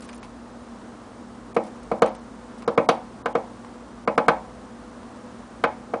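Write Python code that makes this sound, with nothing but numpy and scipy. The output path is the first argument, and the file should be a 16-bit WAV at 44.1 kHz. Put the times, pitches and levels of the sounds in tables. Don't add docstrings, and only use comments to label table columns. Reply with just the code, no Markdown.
import sys
import numpy as np
from scipy import signal
from scipy.fft import rfft, irfft
from scipy.io import wavfile
from scipy.ndimage import uniform_filter1d, map_coordinates

SR = 44100
rng = np.random.default_rng(int(sys.argv[2]) if len(sys.argv) > 2 else 0)


def master(y):
    cut = np.clip(np.atleast_2d(y).T, -1, 1)
    pcm = np.round(cut * 32767)
    wavfile.write(sys.argv[1], SR, pcm.astype(np.int16))


def invert_db(x):
    u = np.asarray(x, float) / 20
    return 10 ** u


N = 264600

# (frequency [Hz], level [dB])
AIR_SPECTRUM = [(20, -40.5), (50, -14.5), (155, -20.5), (230, -7), (375, -15.5), (1150, -19), (2370, -34.5),
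                (10000, -42.5)]
# (frequency [Hz], level [dB rms], unsteadiness [dB])
MOTOR_HUM = [(54, -58.5, 3.5), (117.6, -59, 3), (201.6, -56.5, 4), (236.9, -47.5, 1), (263, -66, 2),
             (498.6, -58, 3.5)]

# (time [s], peak level [dB], length [s], brightness [dB per octave])
RUSTLES = [(.005, -36, 0.0081, 1), (0.018, -36, 0.023, -2), (0.041, -38.5, 0.0093, 0),
           (0.047, -38, 0.016, 1), (0.076, -45, 0.021, -8.5), (0.089, -31, 0.011, -6),
           (0.129, -34, 0.0089, -5), (.144, -35.5, 0.018, 4), (.178, -30, 0.0022, 5),
           (0.227, -34.5, 0.02, -7), (1.545, -35.5, 0.013, -2.5), (1.636, -41.5, 0.013, -1.5),
           (1.65, -44, 0.016, -4.5), (1.665, -42, 0.014, -2), (1.83, -37.5, 0.0069, -0.5),
           (2.059, -28.5, 0.008, -6), (2.072, -33, 0.018, -6.5), (2.148, -37, .012, -2),
           (2.581, -43, 0.015, -2.5), (2.622, -32, 0.01, -8), (3.647, -31.5, 0.0028, -9),
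           (5.031, -32, 0.0023, -11)]
# (frequency [Hz], level [dB])
FEATHER_SPECTRUM = [(500, -21.5), (1000, 1.5), (1600, -5), (2300, 2), (3500, -4), (5000, 0), (7500, -1.5),
                    (10000, 4.5)]

# (time [s], peak level [dB], pane level [dB], screen level [dB], beak crack level [dB])
BLOWS = [(1.5647, -8.5, -9, -20, -27), (1.9146, -11.5, -10.5, -24.5, -28.5),
         (2.0201, -3.5, -6, -25.5, -18.5), (2.677, -10, -8.5, -29.5, -21),
         (2.7763, -4.5, -7.5, -18.5, -25.5), (2.8884, -4, -5.5, -19.5, -11), (3.2577, -17, 0, -16.5, -15),
         (3.3517, -10, -7.5, -22, -24), (4.0748, -8, -7, -19.5, -25.5), (4.1774, -5.5, -4.5, -20.5, -20),
         (4.282, -5.5, 0, -16, -14.5), (5.638, -11, 0.5, -11.5, -15), (5.9364, -15, -7.5, -22.5, -27),
         (6.012, -5, -9, -20, -20)]
# (frequency [Hz], level [dB], decay t60 [s])
FRAME_MODES = [(467.6, 0.54, 0.097), (561.5, -12, 0.13), (705, -1.5, 0.033), (634, -15, 0.17),
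               (620, -15, 0.21), (528, -19, 0.24), (754, -28.5, 0.13), (342, -24, .25), (850.3, -26, 0.31),
               (1020.5, -15.5, 0.13)]
# (frequency [Hz], level [dB], decay t60 [s])
PANE_MODES = [(1063, 3, 0.0092), (1182, 8.5, 0.012), (1414, -5.5, 0.066), (1595, -3, 0.024)]
# (frequency [Hz], level [dB], decay t60 [s])
SCREEN_MODES = [(1870, -0.5, 0.033), (1910, 5, 0.013), (2283, 6.5, 0.015), (2550, -5, 0.052),
                (2780, -3, 0.0072)]
# (frequency [Hz], level [dB], decay t60 [s])
WALL_MODES = [(151, -16, 0.054), (219.5, -5.5, 0.28), (320, -45.5, 0.2), (546, -11, 0.13), (633, -12, 0.14),
              (742, -12.5, 0.18), (852, -2, 0.2), (919, -10, 0.14), (990, -21, 0.16), (1080, -21.5, 0.16)]
# (frequency [Hz], level [dB], decay t60 [s])
SILL_MODES = [(111.7, -5.5, 0.099), (166, -1.5, 0.13), (209.8, -2, 0.19), (265, 2.5, 0.089),
              (321, -5, 0.21)]
# (frequency [Hz], level [dB per Hz])
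CRACK_SPECTRUM = [(1800, -42), (2800, -22), (3500, -13.5), (6000, -6.5), (10000, -4.5)]
# (frequency [Hz], level [dB per Hz])
CRUMBLE_SPECTRUM = [(1800, -31), (2800, 6.5), (4000, 2), (6000, -6.5), (10000, -35)]

# (frequency [Hz], level [dB])
ROOM_SPECTRUM = [(100, -9.5), (300, 1), (500, -13), (850, 6), (1400, -10), (1800, -2), (2400, -5),
                 (8000, -10)]
# (frequency [Hz], decay t60 [s])
ROOM_DECAY = [(120, 0.86), (320, 0.24), (840, 0.31), (1400, 0.26), (2500, 0.27), (6000, 0.27)]

FRAME_TILT_DB, PANE_TILT_DB, WALL_TILT_DB = 0.95, 2, 1.1
KNOCK_DB, KNOCK_RISE_S = -2, 0.0005
ECHO_MS, ECHO_DB = 22.9, -12
RATTLE_MS, RATTLE_SLOWS_MS, RATTLE_LOSS_DB = 1.294, 0.1693, 0.75

BLOCK_S, BLOCK_START_S = 0.036, 0.02
STARVE_HZ, FULL_DB, DB_PER_OCTAVE, TREBLE_HZ = 1600, -17.5, 2.5, 7500
EARLY_S, BURST_S = 0.01, 0.009
TOP_HZ = 10050
GHOST_DB, MIRROR_HZ = -61, 16000


def unit(x):
    return x / np.sqrt(np.mean(x ** 2) + 1e-20)


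def along(points, hz):
    f, v = np.transpose(points)
    return np.interp(np.log(hz + 1), np.log(f + 1), v)


def noise(spectrum, size):
    hz = np.fft.rfftfreq(size, 1 / SR)
    white = rng.standard_normal(size)
    return unit(irfft(rfft(white) * invert_db(along(spectrum, hz)), size))


def wobble(rate):
    knots = rng.standard_normal(int(N * rate / SR) + 4)
    return map_coordinates(knots, [np.arange(N) * rate / SR])


def fan():
    t = np.arange(N) / SR
    gusts = invert_db(AIR_DB_MEAN := -43) * invert_db(0.48 * wobble(2.68))
    out = gusts * noise(AIR_SPECTRUM, N)
    for hz, db, sway in MOTOR_HUM:
        level = invert_db(db + 3.5 + sway * wobble(7.4))
        out += level * np.sin(2 * np.pi * hz * t + 0.45 * sway * wobble(6.8))
    return out


def rustle():
    out, t = np.zeros(N + SR), np.arange(SR // 8) / SR
    hz, lift = np.transpose(FEATHER_SPECTRUM)
    for s, db, length, tilt_db in RUSTLES:
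        u = t / length
        colour = np.transpose([hz, lift + tilt_db * np.log2(hz / 4000)])
        grains = invert_db(4 * unit(uniform_filter1d(rng.standard_normal(len(t)), size=24)))
        envelope = (1 - np.exp(-8 * u)) * np.exp(-u ** 1.05)
        puff = envelope * unit(grains * noise(colour, len(t)))
        out[round(s * SR):][:len(t)] += invert_db(db - 3.5) * puff
    return out[:N]


def ring(modes, t, scatter_db, rise):
    hz, db, t60 = np.transpose(modes)[:, :, None]
    db = db + scatter_db * rng.standard_normal(hz.shape)
    sign = (-1) ** np.arange(len(hz))[:, None]
    partials = sign * invert_db(db - 60 * t / t60) * np.sin(2 * np.pi * hz * t)
    return partials.sum(0) * (1 - np.exp(-t / rise))


def tilted(modes, slope_db, pivot_hz):
    return [(hz, db + slope_db * np.log2(hz / pivot_hz), t60) for hz, db, t60 in modes]


def later(x, t, ms):
    return np.interp(t - ms / 1000, t, x, left=0)


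def clack(modes, t):
    k = np.arange(7)
    delays_ms = 0.752 + RATTLE_MS * k + RATTLE_SLOWS_MS * k ** 2
    x = np.zeros(len(t))
    for ms in delays_ms:
        db = -RATTLE_LOSS_DB * ms - 3.7 * (ms == delays_ms[0])
        x += invert_db(db) * later(ring(modes, t, scatter_db=1.0, rise=0.00037), t, ms)
    return x / np.linalg.norm(x)


def frame_knock(pane_db, t):
    modes = tilted(FRAME_MODES, FRAME_TILT_DB * (pane_db + 9), 564)
    thud = -ring(modes, t, scatter_db=2.43, rise=KNOCK_RISE_S)
    return invert_db(KNOCK_DB) * (thud + invert_db(ECHO_DB) * later(thud, t, ECHO_MS))


def wall_ring(pane_db, t):
    modes = tilted(WALL_MODES, WALL_TILT_DB * (pane_db + 7.5), 430)
    wall = invert_db(-16) * ring(modes, t, scatter_db=1.0, rise=0.013)
    return wall - invert_db(-18.5) * ring(SILL_MODES, t, scatter_db=2.5, rise=0.0032)


def mud_crack(t):
    crack = invert_db(-60 * t / 0.02) * noise(CRACK_SPECTRUM, len(t))
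    crumble = invert_db(-3 - 60 * t / 0.058) * noise(CRUMBLE_SPECTRUM, len(t))
    return (1 - np.exp(-(t / 0.00087) ** 2)) * (crack + crumble)


def pecks():
    out, t = np.zeros(N + SR), np.arange(SR // 3) / SR
    early = t[:SR // 4]
    for s, db, pane_db, screen_db, crack_db in BLOWS:
        pane_modes = tilted(PANE_MODES, PANE_TILT_DB * (pane_db + 4), 1100)
        knock = frame_knock(pane_db, early)
        knock += invert_db(pane_db + 20.5) * clack(pane_modes, early)
        knock += invert_db(screen_db + 23.5) * clack(SCREEN_MODES, early)
        body = wall_ring(pane_db, t) + invert_db(crack_db) * mud_crack(t)
        out[round(s * SR):][:len(t)] += invert_db(db) * body
        out[round(s * SR):][:len(early)] += invert_db(db) * knock
    return signal.sosfilt(signal.butter(2, 110, "high", fs=SR, output="sos"), out[:N])


def room(x):
    hz, t, z = signal.stft(rng.standard_normal(SR // 2), SR, nperseg=256)
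    build_s = along([(900, 0.0097), (1300, 0.0021)], hz)[:, None]
    build = 1 - np.exp(-(t / build_s) ** 2)
    decay_db = along(ROOM_SPECTRUM, hz)[:, None] - 60 * t / along(ROOM_DECAY, hz)[:, None]
    tail = signal.istft(z * build * invert_db(decay_db), SR, nperseg=256)[1]
    delayed = np.pad(x, (round(0.008 * SR), 0))
    return signal.fftconvolve(delayed, tail / np.linalg.norm(tail))[:N]


def scene():
    bird = pecks()
    return (bird + invert_db(-15.5) * room(bird) + rustle() + fan())[None]


def starved():
    sudden = []
    for s, db, pane_db, *_ in BLOWS:
        octaves_up = max((FULL_DB - db - pane_db) / DB_PER_OCTAVE, 0)
        sudden.append((s, STARVE_HZ * 2 ** octaves_up))
    sudden += [(s, TREBLE_HZ) for s, db, *_ in RUSTLES if db > -38 and s < 3]
    spans = []
    for s, low in sudden:
        start = s - (s - BLOCK_START_S) % BLOCK_S
        if s - start < EARLY_S:
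            spans.append((s + BURST_S, start + BLOCK_S, TREBLE_HZ))
        else:
            spans.append((start, s - 0.002, low))
    return [span for span in spans if span[2] < 5000 or span[2] == TREBLE_HZ]


def treble_gaps(hz, t):
    ragged = 350 * unit(uniform_filter1d(rng.standard_normal(len(t)), size=4))
    spans = starved()
    empty = sum((hz + ragged > low) & (t > start) & (t < end) for start, end, low in spans)
    rustling = sum((t > s) & (t < s + length) for s, db, length, _ in RUSTLES)
    empty = empty * (rustling == 0)
    scarce = sum((t > start - 0.01) & (t < end + 0.03) for start, end, _ in spans) > 0
    dice = rng.random((len(hz) // 4 + 1, len(t) // 5 + 1))
    dice = np.kron(dice, np.ones((4, 5)))[:len(hz), :len(t)]
    stray = dice < (0.03 + 0.25 * scarce) * np.clip(hz / 4000 - 1, 0, 1)
    return empty * (dice < 0.9) + stray


def low_pass(x):
    return signal.sosfilt(signal.butter(12, 15700, fs=SR, output="sos"), x)


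def record(dry):
    x = dry / (1 + np.abs(dry / 0.74) ** 4) ** (1 / 4)
    hz, t, z = signal.stft(x, SR, nperseg=256, noverlap=192)
    hz = hz[:, None]
    keep = np.where(treble_gaps(hz, t), invert_db(-24.5), 1)
    keep = keep * np.where(hz > TOP_HZ, invert_db(-56), 1)
    x = signal.istft(z * keep, SR, nperseg=256, noverlap=192)[1][:, :N]
    mix = x * (1 + invert_db(GHOST_DB) * np.cos(2 * np.pi * MIRROR_HZ * np.arange(N) / SR))
    return low_pass(mix)


dry = scene()
out = record(dry)
master(out)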